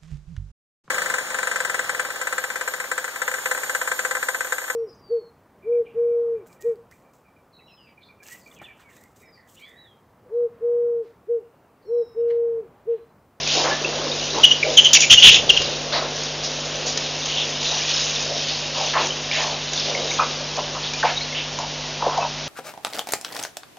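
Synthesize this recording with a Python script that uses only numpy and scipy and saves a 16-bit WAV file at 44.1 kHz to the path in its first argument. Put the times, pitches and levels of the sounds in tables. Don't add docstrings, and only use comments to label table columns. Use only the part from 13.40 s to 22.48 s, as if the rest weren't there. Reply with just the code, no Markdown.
import sys
import numpy as np
from scipy import signal
from scipy.fft import rfft, irfft, next_fast_len
from scipy.io import wavfile

SR = 44100
rng = np.random.default_rng(int(sys.argv[2]) if len(sys.argv) > 2 else 0)


def wav_out(sig):
    wavfile.write(sys.argv[1], SR, np.round(np.clip(np.atleast_2d(sig).T, -1, 1) * 32767).astype(np.int16))


N = 400423
TIME = np.arange(N) / SR
BAND_EDGE_HZ, CUTOFF_HZ = 7000, 16000


def from_db(db):
    return 10 ** (np.asarray(db) / 20)


def rms_one(x):
    return x / np.sqrt(np.mean(x ** 2) + 1e-20)


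def white_noise():
    return rng.standard_normal(N)


def add(track, start_s, sound):
    at = max(round(start_s * SR), 0)
    track[at:at + len(sound)] += sound[:N - at]


def level(rows):
    times_s, levels_db = np.transpose(rows)
    return from_db(np.interp(TIME, times_s, levels_db))


def swells(rows, attack_s, sag_db, release_s):
    power = np.zeros(N)
    for start_s, length_s, level_db in rows:
        t = np.arange(round((length_s + release_s) * SR)) / SR
        sag = sag_db * np.minimum(t / length_s, 1)
        release = 60 * np.maximum(t - length_s, 0) / release_s
        gain = np.minimum(t / attack_s, 1) * from_db(level_db - sag - release)
        add(power, start_s, gain ** 2)
    return np.sqrt(power)


def drift(rate_hz):
    knots = rng.standard_normal(40000)
    return rms_one(np.interp(TIME * rate_hz, np.arange(len(knots)), knots))


def coloured(x, colour):
    hz, gain_db = np.transpose(colour)
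    size = next_fast_len(N)
    bins_hz = np.arange(size // 2 + 1) * SR / size + 1
    gain = from_db(np.interp(np.log(bins_hz), np.log(hz), gain_db))
    gain = gain * (bins_hz < BAND_EDGE_HZ * 1.1)
    return rms_one(irfft(rfft(x, size) * gain, size)[:N])


def outdoors(x, scatter_db, t60_s):
    t = np.arange(SR // 2) / SR
    tail = rng.standard_normal(len(t)) * from_db(-60 * t / t60_s) * (1 - np.exp(-t / 0.0027))
    tail = rms_one(tail) / np.sqrt(len(t))
    return x + from_db(scatter_db) * signal.fftconvolve(x, tail)[:N]


def bubble(t, pitch_hz, t60_s, rise):
    ring = np.cos(2 * np.pi * pitch_hz * t * (1 + rise * t / t60_s))
    return ring * from_db(-60 * t / t60_s) * (1 - np.exp(-2 * pitch_hz * t))


def grains(per_s, low_hz, high_hz, cycles, size_db, patchy_db):
    born = rng.random(N) < per_s / SR
    sizes = from_db(size_db * np.minimum(rng.exponential(1, N), 4))
    clicks = born * sizes * rng.choice([-1, 1], N)
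    pitches = np.geomspace(low_hz, min(high_hz, SR / 3), 24)
    dealt = rng.integers(0, len(pitches), N)
    out = np.zeros(N)
    for k, hz in enumerate(pitches):
        radius = from_db(-60 * hz / (cycles * SR))
        angle = 2 * np.pi * hz / SR
        flurry = clicks * (dealt == k) * from_db(patchy_db * drift(12))
        resonator = [1, -2 * radius * np.cos(angle), radius * radius]
        out += np.sqrt(hz) * signal.lfilter([1, 0, -1], resonator, flurry + 1e-18)
    return rms_one(out)


# frequency_hz [Hz], level_db [dB rms]
HUM_LINES = [(50, -48.3), (100, -55), (150, -37.3), (200, -56), (250, -43.3), (350, -52)]
# frequency_hz [Hz], density_db [relative dB per Hz]
HISS_COLOUR = [(12, -32.5), (35, -12), (80, -11.5), (130, -12.5), (220, -9), (380, -6.5), (600, -1),
               (1000, -5.5), (1300, -9), (2200, -8), (2800, -4), (4500, -5.5), (5900, -5.5), (6900, -14)]


def hum_and_hiss(hum_trim_db, hiss_db, buzz):
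    hum = np.zeros(N)
    for hz, level_db in HUM_LINES:
        hum += np.sqrt(2) * from_db(level_db) * np.sin(2 * np.pi * (hz * TIME + rng.random()))
    mains_hz = HUM_LINES[0][0]
    pulsing = 1 + buzz * np.cos(2 * np.pi * 2 * mains_hz * TIME)
    hiss = pulsing * coloured(white_noise(), HISS_COLOUR)
    return from_db(hum_trim_db) * hum + from_db(hiss_db) * hiss


# start_s [s], length_s [s], level_db [dB]
RUMBLE_SWELLS = [(1.695, .04, -24), (1.84, .055, -22), (1.93, .35, -39)]
# frequency_hz [Hz], density_db [relative dB per Hz]
RUMBLE_SPECTRUM = [(15, -10.5), (50, -2.5), (110, -2.5), (200, -3.5), (500, -25.5)]


def rumbles():
    envelope = swells(RUMBLE_SWELLS, attack_s=.02, sag_db=1.5, release_s=.14)
    return envelope * coloured(white_noise(), RUMBLE_SPECTRUM)


# start_s [s], length_s [s], level_db [dB]
TRUNK_SWEEPS = [(0.10, .22, -30), (0.37, .34, -24), (1.22, .42, -30.5), (1.88, .42, -27), (2.52, .2, -31),
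                (3.33, .22, -31), (4.72, .2, -33), (5.42, .3, -31), (6.42, .42, -30)]
# time_s [s], level_db [dB]
POOL_LAPPING = [(0, -33), (2.8, -33), (4.5, -35), (5.15, -39), (7.3, -36.5), (8.1, -47), (9.08, -50)]
# frequency_hz [Hz], gain_db [relative dB]
SLOSH_FILTER = [(100, -35), (200, -13), (300, -7.5), (420, -2), (560, 2.5), (800, -6), (1200, -11),
                (1700, -10.5), (3000, -33)]
# start_s [s], length_s [s], level_db [dB]
TRUNK_POURS = [(0.02, .19, -23.5), (0.70, .32, -33), (1.22, .2, -30), (2.08, .2, -28.5), (2.74, .15, -32.5),
               (3.21, .13, -35), (3.54, .16, -30.5), (3.83, .3, -29.5), (4.19, .23, -25.5),
               (4.42, .38, -24.5), (4.92, .24, -29.5), (5.31, .32, -28), (5.87, .17, -26), (6.31, .55, -30),
               (7.52, .26, -35)]
# time_s [s], level_db [dB]
TRUNK_DRIBBLE = [(0, -31), (2.5, -36), (4.5, -33), (6.8, -36), (7.6, -39), (8.3, -44), (9.08, -55)]
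# frequency_hz [Hz], gain_db [relative dB]
SPRAY_FILTER = [(700, -28.5), (1300, -17.5), (2200, -10), (2750, -1.5), (3300, -1), (3800, 2), (4250, -2.5),
                (4850, -1), (5200, 1), (5600, -1.5), (5900, 1.5), (6300, -1), (6900, -3.5), (7300, -25)]


def stirred_water(slosh_trim_db, spray_trim_db, trickle_db):
    slosh = grains(per_s=1500, low_hz=198, high_hz=2600, cycles=12.2, size_db=2.0, patchy_db=1.0)
    slosh = coloured(slosh, SLOSH_FILTER)
    fizz = grains(per_s=9000, low_hz=900, high_hz=7500, cycles=24, size_db=1.0, patchy_db=3.0)
    trickle = grains(per_s=160, low_hz=2085, high_hz=6566, cycles=150, size_db=3.5, patchy_db=1.5)
    spray = coloured(fizz + from_db(trickle_db) * trickle, SPRAY_FILTER)
    sweeping = swells(TRUNK_SWEEPS, attack_s=.08, sag_db=2.5, release_s=.7)
    pouring = swells(TRUNK_POURS, attack_s=.07, sag_db=2.5, release_s=.7)
    stirring = np.hypot(level(POOL_LAPPING), sweeping)
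    flow = np.hypot(level(TRUNK_DRIBBLE), pouring)
    flow = flow * from_db(spray_trim_db + .6 * drift(30))
    return from_db(slosh_trim_db) * slosh * stirring + spray * flow


# start_s [s], length_s [s], level_db [dB]
SLURP_SWELLS = [(3.95, .075, -21.5)]
# frequency_hz [Hz], gain_db [relative dB]
SLURP_FILTER = [(1800, -36.5), (2450, -16.5), (2750, -2.5), (3450, -0.5), (3950, -9), (4500, -24.5),
                (7000, -25.5)]


def slurp(flutter_hz):
    flap_hz = flutter_hz * (1 + .05 * drift(40))
    flaps = from_db(5 * np.cos(2 * np.pi * np.cumsum(flap_hz) / SR))
    envelope = swells(SLURP_SWELLS, attack_s=.03, sag_db=1.5, release_s=.16)
    return envelope * coloured(flaps * white_noise(), SLURP_FILTER)


# start_s [s], level_db [dB before the attack], pitch_hz [Hz at the start], t60_s [s]
PLINKS = [(0.073, -12, 2400, .02), (0.311, -19, 1697, 0.21), (0.446, -9.5, 2630, 0.04),
          (0.715, -13.5, 3630, 0.034), (0.984, -6.5, 900, 0.019), (5.705, -12, 3014, 0.033),
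          (5.913, -10, 2300, 0.02), (6.549, -10, 2120, 0.02), (6.713, -15, 2200, 0.029),
          (6.794, -11, 1244, 0.037), (6.80, -17, 2430, .08), (7.538, -22, 2400, .06),
          (7.808, -24, 2200, .06), (7.925, -23, 2120, .07)]


def drops(rise, attack_s):
    out = np.zeros(N)
    t = np.arange(SR // 4) / SR
    for start_s, level_db, pitch_hz, t60_s in PLINKS:
        plink = bubble(t, pitch_hz, t60_s, rise) * (1 - np.exp(-t / attack_s))
        add(out, start_s, from_db(level_db) * plink)
    return out


# start_s [s], length_s [s], peak_db [dB], start_hz [Hz], end_hz [Hz]
TRUNK_GLUGS = [(5.535, 0.018, -24, 1834, 1440), (5.562, .02, -16, 1420, 806),
               (6.790, .018, -18, 1397, 1046), (7.627, 0.012, -14, 1730, 1340),
               (7.630, 0.034, -11.5, 860, 700), (8.621, 0.014, -16, 1280, 744),
               (8.658, .018, -12.5, 1110, 475), (8.774, 0.023, -14, 1003, 570),
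               (8.826, 0.008, -17, 1090, 900), (8.847, 0.011, -17.5, 1220, 583)]


def glugs(wobble):
    out = np.zeros(N)
    unsteady = 1 + wobble * drift(500)
    for start_s, length_s, peak_db, start_hz, end_hz in TRUNK_GLUGS:
        hz = np.geomspace(start_hz, end_hz, round(length_s * SR))
        hz = hz * unsteady[round(start_s * SR):][:len(hz)]
        swell = np.sin(np.linspace(0, np.pi, len(hz)))
        add(out, start_s, from_db(peak_db) * swell * np.sin(2 * np.pi * np.cumsum(hz) / SR))
    return out


# start_s [s], level_db [dB at onset]
BANK_SPATTERS = [(0.0744, -16), (0.9842, -21), (2.2179, -13.5), (3.5744, -11), (3.8574, -17.5),
                 (4.2284, -16.5), (6.333, -14.5), (7.165, -20), (7.536, -18), (7.6, -20), (8.1878, -20),
                 (8.775, -23)]


def spatters(trim_db, t60_s):
    envelope = np.zeros(N)
    t = np.arange(SR // 8) / SR
    for start_s, level_db in BANK_SPATTERS:
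        add(envelope, start_s, from_db(level_db + trim_db - 60 * t / t60_s))
    bright = coloured(white_noise(), [(800, -8), (2500, -4.5), (5000, 2), (7000, 1)])
    return envelope * bright


# start_s [s], length_s [s], level_db [dB before the swell], pitch_hz [Hz], spread_oct [octaves]
SPLASH_CLOUDS = [(0.109, 0.15, -24, 4900, 0.35), (0.140, .12, -25.5, 620, 0.51),
                 (0.235, .12, -24, 1150, 0.76), (0.935, .13, -27, 800, 0.88), (1.240, 0.12, -25, 538, 0.21),
                 (2.520, 0.15, -27, 1000, .6), (2.531, .07, -29.5, 1910, 0.11),
                 (2.525, 0.07, -23.5, 4200, 0.13), (3.034, .045, -26, 5200, .12),
                 (3.460, 0.076, -24.5, 5400, 0.25), (4.296, .08, -34.5, 755, 0.16),
                 (4.891, .11, -30.5, 560, 0.099), (5.085, 0.11, -29.5, 4300, 0.12),
                 (5.349, .14, -30, 750, 0.32), (5.534, 0.043, -24, 1486, 0.38),
                 (5.550, .11, -23, 1050, 0.6), (5.569, .10, -28, 3000, 0.29),
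                 (5.912, 0.13, -26, 2694, 0.32), (5.970, 0.2, -29.5, 780, 0.26),
                 (6.338, 0.18, -31, 4510, .15), (6.482, 0.23, -31.5, 570, .2),
                 (6.788, 0.055, -20, 1130, 0.2), (7.172, 0.035, -24, 740, 0.33),
                 (7.349, 0.048, -32, 1050, 0.16), (7.432, 0.065, -29, 3800, 0.16),
                 (7.635, 0.027, -17.5, 760, .28), (7.667, 0.057, -30, 955, 0.45),
                 (7.645, 0.08, -26, 2703, 0.49), (7.947, 0.088, -27, 3000, 0.09),
                 (8.184, 0.064, -30, 820, 0.17), (8.605, .25, -26.5, 860, 0.38)]


def splashes(cycles, rise, crest, size_db, per_cycle):
    out = np.zeros(N)
    for start_s, length_s, level_db, pitch_hz, spread_oct in SPLASH_CLOUDS:
        count = int(length_s * pitch_hz * per_cycle) + 8
        pitch, size, sign, lateness = rng.standard_normal((4, count))
        births_s = np.abs(np.arange(count) + lateness) / count * length_s
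        pitches_hz = pitch_hz * 2 ** (spread_oct * pitch)
        gains = np.sign(sign) * from_db(size_db * size)
        cloud = np.zeros(SR)
        for born_s, hz, gain in zip(births_s, pitches_hz, gains):
            t60_s = cycles / hz
            t = np.arange(round(t60_s * SR)) / SR
            add(cloud, born_s, gain * bubble(t, hz, t60_s, rise))
        u = np.arange(round(length_s * SR * 1.5)) / (length_s * SR)
        swell = np.interp(u, [0, np.clip(crest, .02, .9), 1, 1.5], [0.68, 0.9, 0.42, 0])
        add(out, start_s, from_db(level_db) * swell * rms_one(cloud[:len(u)]))
    return out


# start_s [s], length_s
# [s], level_db [dB], start_hz, middle_hz, end_hz [Hz], # rasp [pitch swing 0-1], overtone_start_db,
# overtone_end_db [dB re the whistle], echo_db [dB re the note]
BIRD_NOTES = [(1.032, .026, 3.5, 3030, 3000, 3300, .033, -14, -15, -12.5),
              (1.227, 0.011, 1, 2550, 2340, 2300, .035, -30, -30, -28),
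              (1.369, .035, 0.5, 3220, 3090, 3050, .035, -1, -28, -8),
              (1.529, 0.052, -7.5, 3400, 3000, 2400, 0.11, 9, -6.5, -10),
              (1.618, .034, -13, 2650, 2450, 2350, .04, -25, -25, -22),
              (1.697, .052, -0.5, 2747, 3150, 3200, .075, -5, -10, -14),
              (1.772, .027, -5, 2900, 2900, 3000, .012, -25, -25, -20),
              (1.821, .085, 1.5, 2900, 3200, 2950, .075, -14, -7.5, -12.5),
              (2.091, .021, -2, 3250, 3050, 2650, .035, -17, -13, -9),
              (7.760, 0.03, -23, 3800, 3830, 3930, .02, -30, -30, -18),
              (7.808, 0.032, -26, 4100, 4240, 4300, .02, -28, -30, -13),
              (8.808, .032, -29, 2570, 2610, 2600, .02, -25, -25, -18)]


def bird(trill_hz, jitter, edge_s, breath_db, echo_s, droop):
    direct, echoes = np.zeros((2, N))
    uneven_hz = trill_hz * (1 + .15 * drift(120))
    trill = np.sin(2 * np.pi * np.cumsum(uneven_hz) / SR) + jitter * drift(900)
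    flutter = from_db(2.8 * drift(300))
    breath_colour = [(800, -27), (2000, -6.5), (2800, -6), (3600, -1), (4800, -4.5), (7000, -9)]
    breath = from_db(breath_db) * coloured(white_noise(), breath_colour)
    for (start_s, length_s, level_db, start_hz, middle_hz, end_hz,
         rasp, overtone_start_db, overtone_end_db, echo_db) in BIRD_NOTES:
        span = slice(round(start_s * SR), round((start_s + length_s) * SR))
        u = np.linspace(0, 1, span.stop - span.start)
        bend_hz = middle_hz - (start_hz + end_hz) / 2
        arch_hz = start_hz + (end_hz - start_hz) * u + bend_hz * np.sin(np.pi * u)
        arch_hz = arch_hz * (1 - droop * np.exp((u - 1) * length_s / .003))
        phase = 2 * np.pi * np.cumsum(arch_hz * (1 + rasp * trill[span])) / SR
        overtone_db = overtone_start_db + (overtone_end_db - overtone_start_db) * u
        tone = np.sin(phase) + from_db(overtone_db) * np.sin(2 * phase)
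        edge = np.clip(np.minimum(u, 1 - u) * length_s / edge_s, 0, 1)
        swell = np.sin(np.pi / 2 * edge)
        note = from_db(level_db) * swell * flutter[span] * (tone + rasp * breath[span])
        add(direct, start_s, note)
        add(echoes, start_s + echo_s, from_db(echo_db) * note)
    return direct, echoes


def scene():
    floor = hum_and_hiss(hum_trim_db=-2.5, hiss_db=-30.6, buzz=0.084) + rumbles()
    water = stirred_water(slosh_trim_db=-3.5, spray_trim_db=2.0, trickle_db=-10.5)
    water = water + slurp(flutter_hz=125)
    falls = drops(rise=0.074, attack_s=0.00086) + glugs(wobble=0.14) + spatters(trim_db=-2, t60_s=.03)
    falls = falls + splashes(cycles=15.7, rise=0.08, crest=0.27, size_db=2.5, per_cycle=1.1)
    falls = signal.sosfilt(signal.butter(2, 230, "high", fs=SR, output="sos"), falls)
    falls = outdoors(falls, scatter_db=-6.5, t60_s=0.29)
    calls, echoes = bird(trill_hz=310.6, jitter=0.868, edge_s=0.011, breath_db=10.5, echo_s=.072, droop=.08)
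    calls = outdoors(calls, scatter_db=-11, t60_s=.36)
    calls = calls + outdoors(echoes, scatter_db=-3.5, t60_s=0.21)
    return np.tile(floor + water + falls + calls, (2, 1))


def record(dry):
    top = .97
    squashed = dry / (1 + (dry / top) ** 4) ** (1 / 4)
    narrow = signal.sosfilt(signal.ellip(12, .1, 90, BAND_EDGE_HZ, fs=SR, output="sos"), squashed)
    clipped = np.clip(narrow, -1, 1)
    dulled = signal.sosfilt(signal.butter(2, 11500, fs=SR, output="sos"), clipped)
    return signal.sosfilt(signal.cheby2(12, 70, CUTOFF_HZ, fs=SR, output="sos"), dulled)


dry = scene()
out = record(dry)
wav_out(out)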